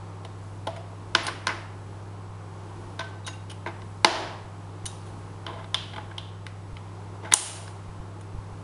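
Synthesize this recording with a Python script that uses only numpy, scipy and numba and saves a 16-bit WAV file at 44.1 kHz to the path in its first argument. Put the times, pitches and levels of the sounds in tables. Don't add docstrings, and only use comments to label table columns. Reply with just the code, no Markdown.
import sys
import numpy as np
from scipy import signal
from scipy.fft import rfft, irfft, next_fast_len
from scipy.io import wavfile
from scipy.ndimage import map_coordinates
from numba import njit

SR = 44100
rng = np.random.default_rng(int(sys.argv[2]) if len(sys.argv) > 2 else 0)


def file_out(sig):
    cols = np.atleast_2d(sig).T
    lim = np.clip(cols, -1, 1)
    pcm = np.round(lim * 32767).astype(np.int16)
    wavfile.write(sys.argv[1], SR, pcm)


N = 380583
SIZE = 8192
GRID_HZ = np.fft.rfftfreq(SIZE, 1 / SR)


def amp(db):
    return 10 ** (np.asarray(db) / 20)


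def unit(x):
    return x / np.sqrt(np.mean(x ** 2) + 1e-20)


def along(points, hz):
    point_hz, value = np.transpose(points)
    return np.interp(np.log(hz + 1), np.log(point_hz + 1), value)


def wobble(knots_per_s):
    coarse_s = np.arange(0, N / SR + .001, .001)
    knots = rng.standard_normal(int(N * knots_per_s / SR) + 4)
    curve = map_coordinates(knots, [coarse_s * knots_per_s])
    return np.interp(np.arange(N) / SR, coarse_s, curve)


def filtered(x, response):
    m = next_fast_len(len(x) + 8192)
    spectrum = rfft(x, m) * response(np.fft.rfftfreq(m, 1 / SR))
    return irfft(spectrum, m)[:len(x)]


def noise(density):
    return unit(filtered(rng.standard_normal(N), lambda hz: amp(along(density, hz))))


def tone(hz, drift_rad):
    start_rad = rng.uniform(0, 2 * np.pi)
    phase = 2 * np.pi * hz * np.arange(N) / SR + drift_rad * wobble(2.7) + start_rad
    return np.sqrt(2) * np.sin(phase)


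MAINS_HZ = 100
# (frequency [Hz], mean rms level [dB], wavering [dB])
HUM_TONES = [(118, -59, 3.5), (147, -59, 2), (163.5, -51.5, 1.5), (200, -60, 2), (1079, -64, 2)]


def hum():
    mains = amp(-41 + .6 * wobble(3)) * tone(MAINS_HZ, drift_rad=.15)
    weaker = sum(amp(db + waver_db * wobble(4)) * tone(hz, drift_rad=0.185) for hz, db, waver_db in HUM_TONES)
    return mains + weaker


# (mean frequency [Hz], sweep rate [1/s], sweep scale [Hz], rms level [dB])
WHINE_TONE = (7792, 24, 80, -76)


def whine():
    mean_hz, sweeps_per_s, sweep_hz, db = WHINE_TONE
    cycle = np.arange(N) * sweeps_per_s / SR % 1
    slide = np.exp(-cycle / .3)
    pitch_hz = mean_hz + sweep_hz * (slide - slide.mean())
    return amp(db) * np.sqrt(2) * np.sin(2 * np.pi * np.cumsum(pitch_hz) / SR)


# (centre [Hz], half-width [Hz], depth [dB])
DIPS = [(7690, 45, 15), (8110, 70, 18)]


def gaps(hz):
    return amp(-sum(depth_db / (1 + ((hz - centre) / width) ** 2) for centre, width, depth_db in DIPS))


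# (frequency [Hz], relative density [dB])
AIR_DENSITY = [(140, -43), (230, -41.5), (253, -8), (288, 1), (317, -6.5), (338, 0.5), (489, -6),
               (643, -8.5), (859, -4), (1110, -8), (1350, -11.5), (1800, -19), (10700, -35.5), (13900, -68),
               (22000, -120)]


def air():
    return amp(-47.5 + 0.91 * wobble(2.44)) * filtered(noise(AIR_DENSITY), gaps)


# (frequency [Hz], relative density [dB])
RUMBLE_DENSITY = [(12, -28), (30, -1), (60, -4), (120, -10), (230, -8), (330, -35.5)]


def rumble():
    return amp(-53.5 + 1.9 * wobble(4.1)) * noise(RUMBLE_DENSITY)


def background():
    return hum() + whine() + air() + rumble()


BUMP_HZ = 46
# (centre time [s], strength before pulse shaping [dB])
CAMERA_BUMPS = [(2.299, -33), (4.45, -35), (4.844, -26), (6.731, -23.5), (7.89, -26), (8.001, -22.5),
                (8.35, -21.5), (8.388, -21.5), (8.53, -29)]


def bumps():
    out, half = np.zeros(N + SR), SR // 20
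    cycles = np.arange(-half, half) / SR * BUMP_HZ
    push = np.exp(-(cycles / 0.15) ** 2) * np.sin(2 * np.pi * cycles + 0.58)
    for s, db in CAMERA_BUMPS:
        out[round(s * SR) - half:][:len(push)] += amp(db) * push
    return out[:N]


# (frequency [Hz], 60 dB decay time [s])
WALL_DECAY = [(200, 0.87), (1000, 0.83), (4000, 0.61), (10000, 0.51)]


def room(x):
    hz, t, z = signal.stft(rng.standard_normal(SR * 3 // 4), SR, nperseg=256)
    build_up = 1 - np.exp(-t / 0.004)
    walls = amp(-60 * t / along(WALL_DECAY, hz)[:, None]) * build_up
    floor = amp(12.5 - 60 * t / 0.036)
    tail = signal.istft(z * (walls + floor), SR, nperseg=256)[1][128:]
    return signal.fftconvolve(x, tail / np.linalg.norm(tail))


def chattering(chatter_s):
    u = np.arange(SR // 8) / SR / np.clip(chatter_s, 3e-4, .09)
    swell = np.exp(-2 * u) * (1 - np.exp(-u / 0.062))
    return swell * rng.standard_normal(len(u)) ** 3


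def modal(modes, favoured_hz, favour_db, spread, widen):
    hz, width, db = np.transpose(modes)[:, :, None]
    db = db + favour_db * np.exp(-(np.log(hz / favoured_hz) / spread) ** 2)
    ring = 1j * GRID_HZ * width / (hz * hz - GRID_HZ ** 2 + 1j * GRID_HZ * width * widen)
    above = GRID_HZ / hz.max()
    return amp(db) * ring / (1 - above ** 2 + 1.4j * above)


def struck(force, peak_db, modes, favoured_hz, favour_db, spread):
    sign = (-1.0) ** np.arange(len(modes))
    response = sign @ modal(modes, favoured_hz, favour_db, spread, widen=0.46)
    near = irfft(rfft(force, SIZE) * response)
    near *= amp(peak_db) / np.max(np.abs(near))
    blur = 1 + 2.2 * np.exp(-max(favour_db, 0) / 8)
    power = np.sum(np.abs(modal(modes, favoured_hz, favour_db, spread, widen=blur)) ** 2, axis=0)
    same_energy = np.sum(near ** 2) * SIZE / (2 * np.sum(power))
    return near, power * same_energy


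def causal(power):
    cepstrum = irfft(np.log(power + 1e-12 * power.max()) / 2)
    cepstrum[1:SIZE // 2] *= 2
    cepstrum[SIZE // 2 + 1:] = 0
    return irfft(np.exp(rfft(cepstrum)))


# (time [s], direct peak level [dB], favoured mode [Hz])
SMALL_PART_PINGS = [(.763, -53, 5100), (1.232, -41, 10500), (1.245, -41, 8457), (1.268, -45, 9700),
                    (2.996, -30.5, 1520), (3.246, -45, 3860), (3.271, -41, 3817), (3.272, -36.5, 6675),
                    (3.282, -45, 2800), (3.33, -41.5, 2870), (4.862, -33, 6150), (4.863, -45, 3817),
                    (4.864, -55, 9800)]
# (frequency [Hz], nominal width [Hz], relative level [dB])
PING_MODES = [(1533, 16, 11), (2774, 53, -6), (3776, 30, 3), (4960, 48, -1), (6150, 330, -8),
              (6640, 19, -17), (8500, 55, -2), (9620, 60, -9), (10200, 84, -1), (10500, 40, -10)]


def pings():
    return [(s, [struck(chattering(0.017), db, PING_MODES, hz, 30.5, .05)]) for s, db, hz in SMALL_PART_PINGS]


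BAY_DB, CLIP_DB = -6.5, -16
BAY_GROWS_DB_PER_DB = .3
# (frequency [Hz], nominal width [Hz], relative level [dB])
CATCH_MODES = [(2970, 240, -1), (3180, 230, 2.5), (3530, 200, 1.5), (4010, 220, -4.5), (4730, 360, -9.5),
               (5540, 440, -16.5)]


def click(cabinet_db, catch_db, body_hz, chatter_s):
    ring = struck(chattering(chatter_s), catch_db, CATCH_MODES, CATCH_MODES[1][0], 24, 10)
    bay_db = (1 + BAY_GROWS_DB_PER_DB) * catch_db + BAY_DB
    return [ring] + contact(cabinet_db, bay_db, catch_db + CLIP_DB, body_hz, CATCH_MODES[-1][0], chatter_s)


# (time [s], cabinet level before lean [dB], catch direct peak level [dB],
# favoured cabinet mode [Hz], chatter before limits [s])
CATCH_CLICKS = [(5.465, -29, -25.5, 1080, 0.0019), (5.476, -33, -44, 565, .08), (5.53, -39, -47, 604, 0.1),
                (5.585, -37.5, -50, 760, 0.061), (5.643, -38, -41, 860, .002),
                (5.744, -21.5, -9, 1100, 0.0016), (5.934, -34.5, -37, 860, 0.011),
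                (5.961, -33, -36, 1000, 0.0065), (5.980, -28, -38, 890, 0.0063),
                (6.111, -42, -53, 1600, 0.0078), (6.1805, -33, -20, 990, 0.0032),
                (6.768, -41.5, -37.5, 2030, 0.0023)]


def clicks():
    return [(s, click(*row)) for s, *row in CATCH_CLICKS]


EVEN_HZ, WALL_DB_PER_OCTAVE = 880, 13
# (frequency [Hz], nominal width [Hz], relative level [dB])
BOX_MODES = [(196, 55, -15.5), (343, 24, -2.5), (458, 120, -12.5), (662.4, 35, -1.5), (849, 66, -5),
             (1042, 136, -3.5)]
WALL_MODES = [(1150, 85, 7), (1529, 490, 20.5), (1450, 97, -2.5), (2037, 350, 16.5), (2620, 1100, -4)]
BAY_MODES = [(2942, 240, 11), (3280, 800, 7), (3770, 430, 5), (3780, 450, -13), (4106, 870, 3),
             (4830, 400, 3), (5250, 400, 4.5), (5960, 1300, 1), (6340, 73, -18)]
CLIP_MODES = [(6920, 660, -3), (8490, 220, -11), (8990, 750, 1.5), (9220, 190, 7), (9880, 2200, 3.5)]


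def contact(cabinet_db, bay_db, clip_db, body_hz, bay_hz, chatter_s):
    force = chattering(chatter_s)
    lean_db = WALL_DB_PER_OCTAVE * np.log2(body_hz / EVEN_HZ) / 2
    return [struck(force, cabinet_db - lean_db, BOX_MODES, body_hz, 6.7, 0.11),
            struck(force, cabinet_db + lean_db, WALL_MODES, body_hz, 8.0, 0.025),
            struck(force, bay_db, BAY_MODES, bay_hz, 7.5, 0.0983),
            struck(force, clip_db, CLIP_MODES, bay_hz, 7.7, 10)]


# (time [s], cabinet level before lean [dB], bay direct peak [dB], clip direct peak [dB],
# favoured cabinet mode [Hz], favoured bay mode [Hz], chatter [s])
HAND_CONTACTS = [(0.249, -34.5, -35, -45, 644, 3700, 0.0034), (.670, -23.5, -25.5, -35, 655, 3370, 0.0074),
                 (.762, -34.5, -41.5, -46, 660, 3180, 0.018), (1.1494, -14, -7, -21, 1500, 5060, 0.0036),
                 (1.151, -9, -6.5, -35, 1080, 3150, 0.002), (1.266, -28, -22, -21, 905, 4400, 0.014),
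                 (1.279, -22.5, -31, -52, 1150, 4300, 0.024), (1.469, -16.5, -13, -20, 1060, 4700, 0.0033),
                 (1.478, -23.5, -24, -42, 1450, 5000, 0.0031), (1.488, -22, -32, -69, 1420, 2920, 0.035),
                 (2.9921, -25.5, -24, -39, 930, 3670, 0.006), (3.005, -28.5, -33, -62, 1020, 3530, 0.015),
                 (3.265, -45, -30, -29.5, 1020, 6300, 0.013), (3.276, -29.5, -30, -54, 970, 6240, 0.011),
                 (3.497, -47, -33.5, -39.5, 1020, 2860, 0.025), (3.513, -42, -36, -36, 950, 2860, .008),
                 (3.662, -24.5, -39, -53, 1000, 3500, .009), (3.67, -29, -37, -62, 850, 3420, 0.025),
                 (3.818, -40.5, -43, -58, 875, 2750, 0.0056), (4.0461, 1.5, 2.5, -11, 806, 4480, 0.0053),
                 (4.856, -46, -27.5, -25.5, 1570, 6160, 0.0067),
                 (4.862, -48, -29.5, -21, 1570, 6160, 0.0066), (5.06, -53, -49, -51, 860, 4300, 0.054),
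                 (6.466, -34, -32, -38, 2020, 4500, 0.0023), (7.228, -39.5, -49, -65, 500, 3030, 0.043),
                 (7.248, -34, -42.5, -55, 820, 3200, 0.066), (7.314, -37, -32, -38.5, 1500, 4300, 0.012),
                 (7.321, -17.5, -11.5, -24, 2000, 3530, 0.0062),
                 (7.3375, -8.5, 2.5, 12.5, 780, 6300, 0.0028), (7.569, -45, -39, -52.5, 1500, 4400, 0.0025),
                 (7.678, -41, -39.5, -50, 1500, 4400, 0.0037), (8.210, -45.5, -49.5, -39, 844, 3180, .006)]


def contacts():
    return [(s, contact(*row)) for s, *row in HAND_CONTACTS]


def cabinet():
    out = np.zeros(N + 2 * SR)
    for s, parts in contacts() + clicks() + pings():
        near, power = (sum(v) for v in zip(*parts))
        far = amp(-5.5) * room(causal(power))
        start = round(s * SR)
        out[start:][:SIZE] += near
        out[start:][:len(far)] += far
    return out[:N]


def scene():
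    return (filtered(cabinet(), gaps) + bumps() + background())[None]


@njit
def follow(level, attack, release):
    out, held = np.empty_like(level), 0.0
    for i in range(len(level)):
        held += (level[i] - held) * (attack if level[i] > held else release)
        out[i] = held
    return out


TOP_HZ = 11000


def record(dry):
    attack_s, release_s = 0.001, .17
    held = follow(np.abs(dry[0]), 1 / (attack_s * SR), 1 / (release_s * SR))
    ducked = dry[0] / (1 + (held / amp(-8)) ** 4) ** (1 / 4)
    clipped = ducked / (1 + np.abs(ducked / 0.91) ** 6) ** (1 / 6)
    return filtered(clipped, lambda hz: 1 / (1 + (hz / TOP_HZ) ** 160))[None]


dry = scene()
out = record(dry)
file_out(out)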